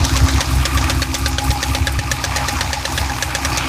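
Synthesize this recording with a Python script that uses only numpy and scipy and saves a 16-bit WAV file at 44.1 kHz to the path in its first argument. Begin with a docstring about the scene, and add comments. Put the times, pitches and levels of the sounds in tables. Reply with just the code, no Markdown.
"""At an open bonnet, an eight-cylinder petrol engine idles while a hand-held microphone wanders along one bank.
Uneven firings, eight to a cycle, ring the exhaust and intake, with a few heavy thumps; three manifold
resonances swell once a cycle. Bands of noise make the clatter, hiss and leaking air; short bursts are valve ticks.
Once per engine cycle a loose valve lifter knocks and rebounds, ringing the cylinder head, and a hollow tock,
a fading sine, slips slowly ahead of it."""
import sys
import numpy as np
from scipy import signal
from scipy.io import wavfile

SR = 44100
rng = np.random.default_rng(int(sys.argv[2]) if len(sys.argv) > 2 else 0)


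def volts_from_db(level):
    """Convert decibel levels to linear amplitude ratios."""
    exponent = np.asarray(level, float) / 20
    return 10 ** exponent


def dump(signal):
    """Clip the signal to [-1, 1] and save it as 16-bit WAV at the path in sys.argv[1]."""
    limited = np.clip(np.atleast_2d(signal).T, -1, 1)
    pcm = np.round(limited * 32767).astype(np.int16)
    wavfile.write(sys.argv[1], SR, pcm)


N = 162288


def rms_one(x):
    """Scale to an average strength (rms) of 1."""
    return x / np.sqrt(np.mean(x ** 2) + 1e-20)


def in_time(rows):
    """Join the points of a table with straight lines, one value per sample for each column."""
    s, *columns = np.transpose(rows)
    return [np.interp(np.arange(N) / SR, s, c) for c in columns]


def drift(rate_hz):
    """Slow random wandering of spread 1: noise smoothed twice, made at every 40th sample."""
    r = np.exp(-80 * np.pi * rate_hz / SR)
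    noise = rng.standard_normal(N // 40 + 2002)
    slow = signal.lfilter([1], [1, -2 * r, r * r], noise)[2000:]  # skip the settling of the filter
    return np.interp(np.arange(N) / 40, np.arange(len(slow)), rms_one(slow))


def ring(clicks, hz, t60):
    """A struck part: a click of size 1 starts a sine that falls by 60 dB in t60 seconds."""
    r, w = 1000 ** (-1 / (t60 * SR)), 2 * np.pi * hz / SR
    return signal.lfilter([0, np.sin(w)], [1, -2 * r * np.cos(w), r * r], clicks + 1e-18)


def resonate(x, hz, width_hz):
    """A resonance passes sound near its own pitch, with a gain of 1 at the top."""
    r = np.exp(-np.pi * width_hz / SR)
    return signal.lfilter([(1 - r * r) / 2, 0, (r * r - 1) / 2],
                          [1, -2 * r * np.cos(2 * np.pi * hz / SR), r * r], x)


def train(s, size):
    """Clicks of given sizes at given times."""
    out, i = np.zeros(N), (np.asarray(s) * SR).astype(int)
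    inside = (i >= 0) & (i < N)
    np.add.at(out, i[inside], (size * np.ones(len(i)))[inside])
    return out


def dying(clicks, t60):
    """Each click opens an envelope that falls by 60 dB in t60 seconds."""
    return signal.lfilter([1], [1, -1000 ** (-1 / (t60 * SR))], clicks + 1e-18)


def coloured(spectrum, patchy_db):
    """Noise in roughly third-octave bands that flicker partly together, partly alone; rms 1."""
    hz, db = np.transpose(spectrum)
    edges = np.geomspace(hz[0], hz[-1], int(3 * np.log2(hz[-1] / hz[0])) + 1)
    white, together = rng.standard_normal((2, N)), drift(1.18)
    out = 0
    for k, band in enumerate(zip(edges, edges[1:])):
        flicker_db = patchy_db * (0.9 * together + drift(14.0))
        level_db = np.interp(np.log(band).mean(), np.log(hz), db) + flicker_db
        band_filter = signal.butter(2, band, "band", fs=SR, output="sos")
        out = out + volts_from_db(level_db) * signal.sosfilt(band_filter, white[k % 2])  # neighbours use separate noise
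    return rms_one(out)


def cycles():
    """Start, limited length and true end of each engine cycle, timed by the knocks."""
    knock_s = np.array(LIFTER_KNOCKS)[:, 0]
    usual_s = np.median(np.diff(knock_s))
    start = np.r_[knock_s[0] - usual_s, knock_s]  # one cycle before the first knock
    gap = np.diff(start, append=start[-1] + usual_s)
    return start, np.clip(gap, .119, .126), start + gap


def firing_times():
    """Eight evenly spaced firings a cycle, and whether each falls before the next cycle's firings."""
    first_share = 0.06064  # of the cycle, after the knock
    start, length, end = cycles()
    s = start[:, None] + length[:, None] * (first_share + np.arange(8) / 8)
    return s, s < end[:, None] + first_share * length[:, None]


def firings(cylinders_db, pipes, rough):
    """Uneven pulses plus turbulence pass twice through each pipe resonance; rms 1."""
    spread_db, jitter_s = 2.0, .0005
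    s, fires = firing_times()
    luck = rng.standard_normal((*s.shape, 2))
    size = volts_from_db(np.array(cylinders_db) + spread_db * luck[..., 1]) * fires
    pulses = rms_one(train((s + jitter_s * luck[..., 0]).ravel(), size.ravel()))
    force = pulses + rough * rng.standard_normal(N)
    out = 0
    for k, (hz, width_hz, db) in enumerate(pipes):
        pipe = resonate(resonate(force, hz, width_hz), hz, 2 * width_hz)
        out = out + volts_from_db(db) * (-1) ** k * rms_one(pipe)  # pipes alternate in sign
    return rms_one(out)


# exhaust loudness over time: time_s, level_db
EXHAUST_LEVEL = [(0.0, -1), (0.11, -26.5), (0.13, -9), (0.19, -15), (0.23, -7.5), (0.27, -20), (0.38, -13),
                 (0.45, -30), (0.47, -18.5), (0.57, -9.5), (0.66, -21), (0.78, -13), (0.87, -19.5),
                 (0.95, -15.5), (1.18, -25.5), (1.21, -16), (1.4, -21), (1.42, -28), (1.5, -7.5),
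                 (1.54, -25), (1.64, -25), (1.68, -17.5), (1.93, -21), (1.99, -12), (2.02, -26.5),
                 (2.14, -16.5), (2.18, -28.5), (2.3, -20.5), (2.53, -21), (2.57, -21.5), (2.86, -26),
                 (2.94, -20), (3.43, -26.5), (3.46, -20.5), (3.66, -23), (3.68, -35)]
# strength of the eight cylinders in firing order, starting after the knock: level_db
EXHAUST_CYLINDERS = [-1, 4, -1, 6, 3, -2.5, 2.5, 2.5]
# exhaust pipe resonances: pitch_hz, width_hz (of the first pass), level_db
EXHAUST_PIPES = [(70.8, 20.4, 6), (86.4, 34.1, 2.5), (128.4, 19.5, -5.5)]


def exhaust():
    """Firing pulses ring the exhaust pipes, over a deep rumble of noise near 43 Hz."""
    pulses = firings(EXHAUST_CYLINDERS, EXHAUST_PIPES, rough=.35)
    rumble = volts_from_db(-15) * rms_one(resonate(rng.standard_normal(N), 43.4, 16))
    return volts_from_db(in_time(EXHAUST_LEVEL)[0]) * (pulses + rumble)


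# intake boom over time: time_s, level_db
INTAKE_LEVEL = [(0.0, -24.5), (0.36, -25.5), (0.44, -32), (0.6, -26.5), (0.86, -28.5), (0.93, -28),
                (1.2, -30), (1.5, -31.5), (1.81, -29), (1.9, -33.5), (2.24, -36), (2.87, -41), (2.9, -26),
                (2.96, -35), (3.32, -34), (3.68, -26.5)]
# strength of the eight cylinders at the intake, in firing order: level_db
INTAKE_CYLINDERS = [-2, 0, -1, 1, 6, 1, -3, -2]
# intake pipe resonances: pitch_hz, width_hz (of the first pass), level_db
INTAKE_RESONANCES = [(266.1, 12, -0.5), (323.8, 37, -5)]


def intake():
    """The same firings boom in the higher resonances of the intake."""
    return volts_from_db(in_time(INTAKE_LEVEL)[0]) * firings(INTAKE_CYLINDERS, INTAKE_RESONANCES, rough=.5)


# manifold resonances: pitch_hz, width_hz (of the first pass), loudest_share of the cycle,
# swing_db (before a soft limit trims it)
MANIFOLD_MODES = [(826, 28, 0.27, 5), (1195, 90, .8, 2), (2400, 400, 0.7, 2)]
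# how loud each resonance reaches the moving microphone: time_s, first_db, second_db, third_db
MANIFOLD_LEVELS = [(0.0, -43, -39, -36), (0.29, -35.5, -33.5, -48), (0.55, -53, -33, -32),
                   (0.851, -32, -28.5, -32), (1.05, -47, -39, -39.5), (1.209, -39, -33, -34),
                   (1.37, -32, -36, -36.5), (1.61, -30, -41, -35), (2.09, -38, -39.5, -35.5),
                   (2.45, -31, -31.5, -33), (2.66, -33, -41, -37.5), (2.93, -34.5, -37, -35.5),
                   (3.24, -37, -39, -37), (3.68, -33.5, -29, -28)]


def manifold():
    """Equal parts of flow noise and uneven firing blows, in resonances that swing with the cam."""
    start, length, _ = cycles()
    t = np.arange(N) / SR
    k = np.clip(np.searchsorted(start, t) - 1, 0, None)
    turn = (t - start[k]) / length[k]  # share of the cycle gone by
    s, fires = firing_times()
    out = 0
    for (hz, width_hz, share, swing_db), db in zip(MANIFOLD_MODES, in_time(MANIFOLD_LEVELS)):
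        luck = rng.standard_normal((*s.shape, 2))
        blows = rms_one(train((s + 0.00202 * luck[..., 0]).ravel(), (fires * luck[..., 1]).ravel()))
        force = blows + rng.standard_normal(N)
        level_db = db + swing_db * np.tanh(1.6 * np.cos(2 * np.pi * (turn - share)))
        tone = resonate(resonate(force, hz, width_hz), hz, 1.93 * width_hz)
        out = out + volts_from_db(level_db) * rms_one(tone)
    return out


def chatter():
    """Loudness of the mechanical bed: steady, plus a small jolt with every firing; rms 1."""
    share, t60_s, spread_db = 0.85, 0.018, 5
    s, fires = firing_times()
    luck = rng.standard_normal((*s.shape, 2))
    size = fires * volts_from_db(spread_db * luck[..., 1])
    jolts = train((s + 0.0022 * luck[..., 0]).ravel(), size.ravel())
    return rms_one(1 + share * dying(jolts, t60_s))


# nearness of the microphone: time_s, clatter_db, hiss_db (before the hiss trim)
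MIC_NEARNESS = [(0.0, -25.5, -30.5), (0.11, -26.5, -29), (0.6, -27.5, -32), (0.83, -24.5, -29),
                (1.05, -27.5, -33.5), (1.23, -27, -31.5), (1.37, -26.5, -33), (1.69, -22.5, -31),
                (1.94, -27.5, -33.5), (2.08, -28.5, -34.5), (2.39, -24, -31.5), (2.89, -29, -33.5),
                (3.4, -26, -34.5), (3.55, -24, -31.5), (3.68, -25, -34)]
# colour of the clatter noise: pitch_hz, level_db (per Hz, relative)
CLATTER_COLOUR = [(88, -38), (150, 2), (209, -16), (274, 0.5), (392, -16), (706, -4), (813, -2),
                  (1020, 1.5), (1210, -13.5), (1370, -4.5), (3200, -14), (4160, -21), (7040, -120)]
# colour of the hiss: pitch_hz, level_db (per Hz, relative)
HISS_COLOUR = [(1650, -47), (2800, -21), (3500, -2), (4800, 1), (6200, -1), (8500, -15), (11000, -42),
               (18700, -120)]


def clatter_and_hiss():
    """Valve gear, belts and fan as two flickering noises, both pulsing with the firings."""
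    clatter_db, hiss_db = in_time(MIC_NEARNESS)
    hiss_trim_db = 1
    clatter = volts_from_db(clatter_db) * coloured(CLATTER_COLOUR, patchy_db=2.5)
    hiss = volts_from_db(hiss_db + hiss_trim_db) * coloured(HISS_COLOUR, patchy_db=2.0)
    return chatter() * (clatter + hiss)


# steady part of the leaking air: time_s, level_db
AIR_LEVEL = [(0, -38), (.16, -34.5), (.45, -39), (.54, -34), (.62, -36.5), (.77, -35.5), (.98, -38),
             (1.1, -39), (1.25, -37.5), (1.36, -44.5), (1.47, -32), (1.6, -41.5), (1.68, -36), (1.88, -38),
             (1.99, -43), (2.1, -37.5), (2.2, -41.5), (2.4, -38.5), (2.69, -38.5), (2.82, -43),
             (2.98, -32.5), (3.06, -43), (3.2, -36.5), (3.41, -40), (3.5, -37), (3.68, -39.5)]
# colour of the air: pitch_hz, level_db (per Hz, relative)
LEAK_COLOUR = [(7500, -3.5), (9000, 3.5), (11000, -0.5), (13000, -3.5), (16500, -6)]
# short puffs of that air: start_s, level_db (before the puff trim)
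AIR_PUFFS = [(0.1326, -28), (0.2359, -19), (0.3094, -24), (0.3396, -23), (0.5057, -27), (0.5536, -23),
             (0.7457, -19), (0.837, -21), (0.9443, -22), (1.1837, -22), (1.2794, -16), (1.4394, -18),
             (1.5194, -18), (1.711, -30), (1.92, -20), (2.1594, -31), (2.5242, -24), (2.9218, -21),
             (3.1198, -32)]


def air():
    """Air leaking at the intake: thin, high noise that swells at random and puffs."""
    swell_db, swell_hz = 1.5, 17
    puff_trim_db, rise_t60_s, fall_t60_s = -6, 0.011, 0.045
    s, db = np.transpose(AIR_PUFFS)
    clicks = train(s, volts_from_db(db + puff_trim_db))
    puffs = dying(clicks, fall_t60_s) - dying(clicks, rise_t60_s)  # the difference starts softly
    steady = volts_from_db(in_time(AIR_LEVEL)[0] + swell_db * drift(swell_hz))
    return (steady + puffs) * coloured(LEAK_COLOUR, patchy_db=0.5)


# lighter valve ticks in every cycle: cycle_share after the knock, level_db, t60_s
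VALVE_TICKS = [(.4, -51.5, 0.047), (.63, -28, 0.055), (.8, -39, 0.046)]
# colour of the ticks, also of the tail of the knock: pitch_hz, level_db (per Hz, relative)
TICK_COLOUR = [(900, -20), (1300, 3), (2500, 4.5), (4500, -3), (7000, -6), (10000, -8)]


def valves():
    """Soft noise bursts near fixed places in the cycle, louder as the microphone comes near."""
    spread_db, jitter_s = 2.5, 0.0031
    start, length, _ = cycles()
    luck = rng.standard_normal((len(start), len(VALVE_TICKS), 2))
    bursts = 0
    for k, (share, db, t60) in enumerate(VALVE_TICKS):
        s = start + share * length + jitter_s * luck[:, k, 0]
        bursts = bursts + dying(train(s, volts_from_db(db + spread_db * luck[:, k, 1])), t60)
    near_db = in_time(MIC_NEARNESS)[0]
    return volts_from_db(near_db - near_db.mean()) * bursts * coloured(TICK_COLOUR, patchy_db=3.0)


# hollow tocks, slightly faster than the knocks, perhaps from the belt drive: start_s, level_db (before the trim)
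HOLLOW_TOCKS = [(0.028, -22), (0.149, -15), (.269, -15.5), (.388, -18), (0.511, -16), (.630, -23),
                (0.755, -13), (.882, -21), (0.995, -18), (1.475, -20.5), (1.595, -22), (1.717, -17),
                (1.837, -33), (1.955, -22), (2.077, -18.5), (2.205, -24), (2.318, -19), (2.440, -36),
                (2.564, -17), (2.807, -23), (2.930, -18), (3.179, -23), (3.516, -17.5), (3.649, -21)]


def tocks():
    """Each tock is a short soft-edged ring, its pitch a little different every time."""
    pitch_hz, pitch_spread, t60_s, rise_s, trim_db = 1165, 0.031, 0.049, 0.0013, 3
    out, t = np.zeros(N + SR), np.arange(SR // 10) / SR
    shape = 1000 ** (-t / t60_s) * (1 - np.exp(-t / rise_s))
    for (s, db), luck in zip(HOLLOW_TOCKS, rng.standard_normal(len(HOLLOW_TOCKS))):
        i = int(s * SR)
        tone = np.sin(2 * np.pi * pitch_hz * (1 + pitch_spread * luck) * t)
        out[i:i + len(t)] += volts_from_db(db + trim_db) * shape * tone
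    return out[:N]


# lifter knocks: start_s, level_db (before the trims), low_ring_db (relative, before its trim),
# low_ring_pitch_hz, rebound_db (relative to the hit)
LIFTER_KNOCKS = [(0.0428, -8.5, -25, 1800, 8), (0.1651, -5.5, -20, 1370, -2), (0.285, -8.5, -9, 1490, -20),
                 (0.406, -4.5, -12, 1860, -2), (0.529, -20, -5, 1580, -5), (0.653, -3, -15.5, 1670, -0.5),
                 (0.7732, -6.5, -8, 1660, -3), (0.8969, -3.5, -18, 1420, -4), (1.0191, -5, -9, 1700, -3.5),
                 (1.1419, -6.5, -29, 1950, 3.5), (1.26, -3.5, -8, 1550, -9), (1.3832, -4.5, -9, 1470, -7),
                 (1.505, -7, -17, 1830, 1), (1.628, -4.5, -9.5, 1840, -2), (1.7485, -4, -13, 1780, -22),
                 (1.8703, -4, -4.5, 1690, -11), (1.9895, -9.5, -5, 1770, -12), (2.1144, -4.5, -5, 1740, -3),
                 (2.2403, -5.5, -8, 1680, -4), (2.361, -5.5, -7, 1830, -0.5), (2.4844, -6, -4.5, 1850, -7),
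                 (2.609, -5, -7, 1810, -33), (2.7304, -5, -8, 1730, -18), (2.8524, -5, -7.5, 1760, -17),
                 (2.9769, -5, -7, 1640, -7), (3.0965, -15.5, 1, 1660, -2), (3.2242, -3, -6, 1680, -9),
                 (3.3497, -4, -7.5, 1690, -9), (3.4488, -4.5, -6.5, 1750, -8), (3.5731, -4.5, -20, 1660, 0)]
# ways the cylinder head rings: pitch_hz (on average), level_db (relative), t60_s
HEAD_MODES = [(1200, -15, 0.01), (2000, -4, 0.0024), (2570, -28, 0.0017), (3470, 2.5, 0.008),
              (4070, 0.5, 0.0087), (4620, -2.5, 0.01), (5590, -2, 0.0092), (6040, -1.5, 0.012),
              (6650, -0.5, 0.0055), (7900, -1, 0.0038), (9930, -6.5, 0.0039), (11400, -11, 0.004),
              (13500, -9, .004)]
# colour of the knock as the microphone moves: time_s, tilt_db per octave about the pivot, best_heard_hz
MIC_COLOUR = [(0, 1, 6140), (.2, 2, 6000), (.4, 2.5, 3670), (.65, -3, 6100), (.95, 1, 3720),
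              (1.14, 0, 5860), (1.3, -5.5, 3940), (1.63, 0.5, 4660), (1.902, 2, 3600), (2.15, 3.5, 5150),
              (2.5, 3.5, 4500), (2.95, -4, 3950), (3.2, 1, 6100), (3.45, -1, 7600), (3.68, 3, 7000)]


def knocks():
    """Hit, rebound and grainy rattle ring the head, anew each time; low ring, thud and tail join in."""
    head_db, head_spread_db, pitch_spread = -12.5, 1.5, 0.038
    pivot_hz, focus_db, focus_octaves = 4500, 4.5, .45
    rebound_s, rebound_treble_db = .0063, 1  # the treble gain is per octave above the pivot
    rattle_t60_s, grains_per_s, contact_s = 0.022, 5000, 0.00056
    low_t60_s, low_trim_db = 0.02, 5
    s, db, low_db, low_hz, rebound_db = np.transpose(LIFTER_KNOCKS)
    luck = rng.standard_normal((len(s), len(HEAD_MODES) + 1, 3))
    lag = np.clip(rebound_s + 0.0013 * luck[:, -1, 0], .002, None)
    at, tilt_db, focus_hz = np.transpose(MIC_COLOUR)
    tilt_db, focus_hz = np.interp(s, at, tilt_db), np.interp(s, at, focus_hz)
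    t = np.arange(SR // 10) / SR
    out = np.zeros(N + 2 * len(t))
    fade = 1000 ** (-t / rattle_t60_s) * (1 - np.exp(-t / (2 * contact_s)))
    low_shape = 1000 ** (-t / low_t60_s) * (1 - np.exp(-t / contact_s))
    for j, i in enumerate((s * SR).astype(int)):
        back = int(lag[j] * SR)
        late_fade = np.r_[np.zeros(back), fade[:-back]]
        grains = (rng.random(len(t)) < grains_per_s / SR) * rng.standard_normal(len(t)) * 0.51
        for k, (hz, mode_db, t60) in enumerate(HEAD_MODES):
            up = np.log2(hz / pivot_hz)  # octaves above the pivot
            near_db = focus_db * np.exp(-(np.log2(hz / focus_hz[j]) / focus_octaves) ** 2)
            second_db = rebound_db[j] + rebound_treble_db * max(up, 0)
            first, second = volts_from_db(head_spread_db * luck[j, k, :2] + [0, second_db])
            # each mode gets the same grains, shifted in time
            force = np.roll(grains, 97 * k) * (first * fade + second * late_fade)
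            force[[0, back]] += 1.15 * first, 0.7 * second
            size = (-1) ** k * volts_from_db(db[j] + head_db + mode_db + tilt_db[j] * up + near_db)
            out[i:i + len(t)] += size * ring(force, hz * (1 + pitch_spread * luck[j, k, 2]), t60)
        tone = volts_from_db(db[j] + low_db[j] + low_trim_db) * np.sin(2 * np.pi * low_hz[j] * t) * low_shape
        out[i:i + len(t)] += tone
        out[i + back:i + back + len(t)] += 1.13 * volts_from_db(rebound_db[j]) * tone
    # dull thud of the engine block
    thud = ring(train(s, volts_from_db(db - 13.5 + luck[:, -1, 1])), hz=550, t60=0.06)
    tail = train(s, volts_from_db(db - 13))
    tail_shape = dying(tail, 0.11) - dying(tail, .006)
    return out[:N] + thud + tail_shape * coloured(TICK_COLOUR, patchy_db=1.2)


# heavy firings: start_s, level_db (before the trim)
HEAVY_FIRINGS = [(0.22, -14), (0.569, -22), (1.49, -6), (1.981, -3)]


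def thumps():
    """A heavy firing: a soft push that rings for a swing or two."""
    pitch_hz, t60_s, trim_db = 76.6, 0.03, 4
    s, db = np.transpose(HEAVY_FIRINGS)
    push = signal.lfilter([.01], [1, -.99], train(s, volts_from_db(db + trim_db)))
    return ring(push, pitch_hz, t60_s)


def scene():
    """All sources added together at one microphone."""
    engine = exhaust() + intake() + manifold() + clatter_and_hiss() + air()
    return (engine + valves() + tocks() + knocks() + thumps())[None]


def roll_off(x):
    """The treble ends steeply here."""
    return signal.sosfilt(signal.butter(12, 16410, fs=SR, output="sos"), x)


def record(dry):
    """The deepest bass is lost, peaks are rounded and the top is cut."""
    bass_limit_hz, treble_limit_hz = 43.7, 15350
    bass_cut = signal.butter(2, bass_limit_hz, "high", fs=SR, output="sos")
    rounded = 0.89 * np.tanh(signal.sosfilt(bass_cut, dry) / 0.93)
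    top_cut = signal.ellip(10, .5, 50, treble_limit_hz, fs=SR, output="sos")
    return roll_off(signal.sosfilt(top_cut, rounded))


dry = scene()
out = record(dry)
dump(out)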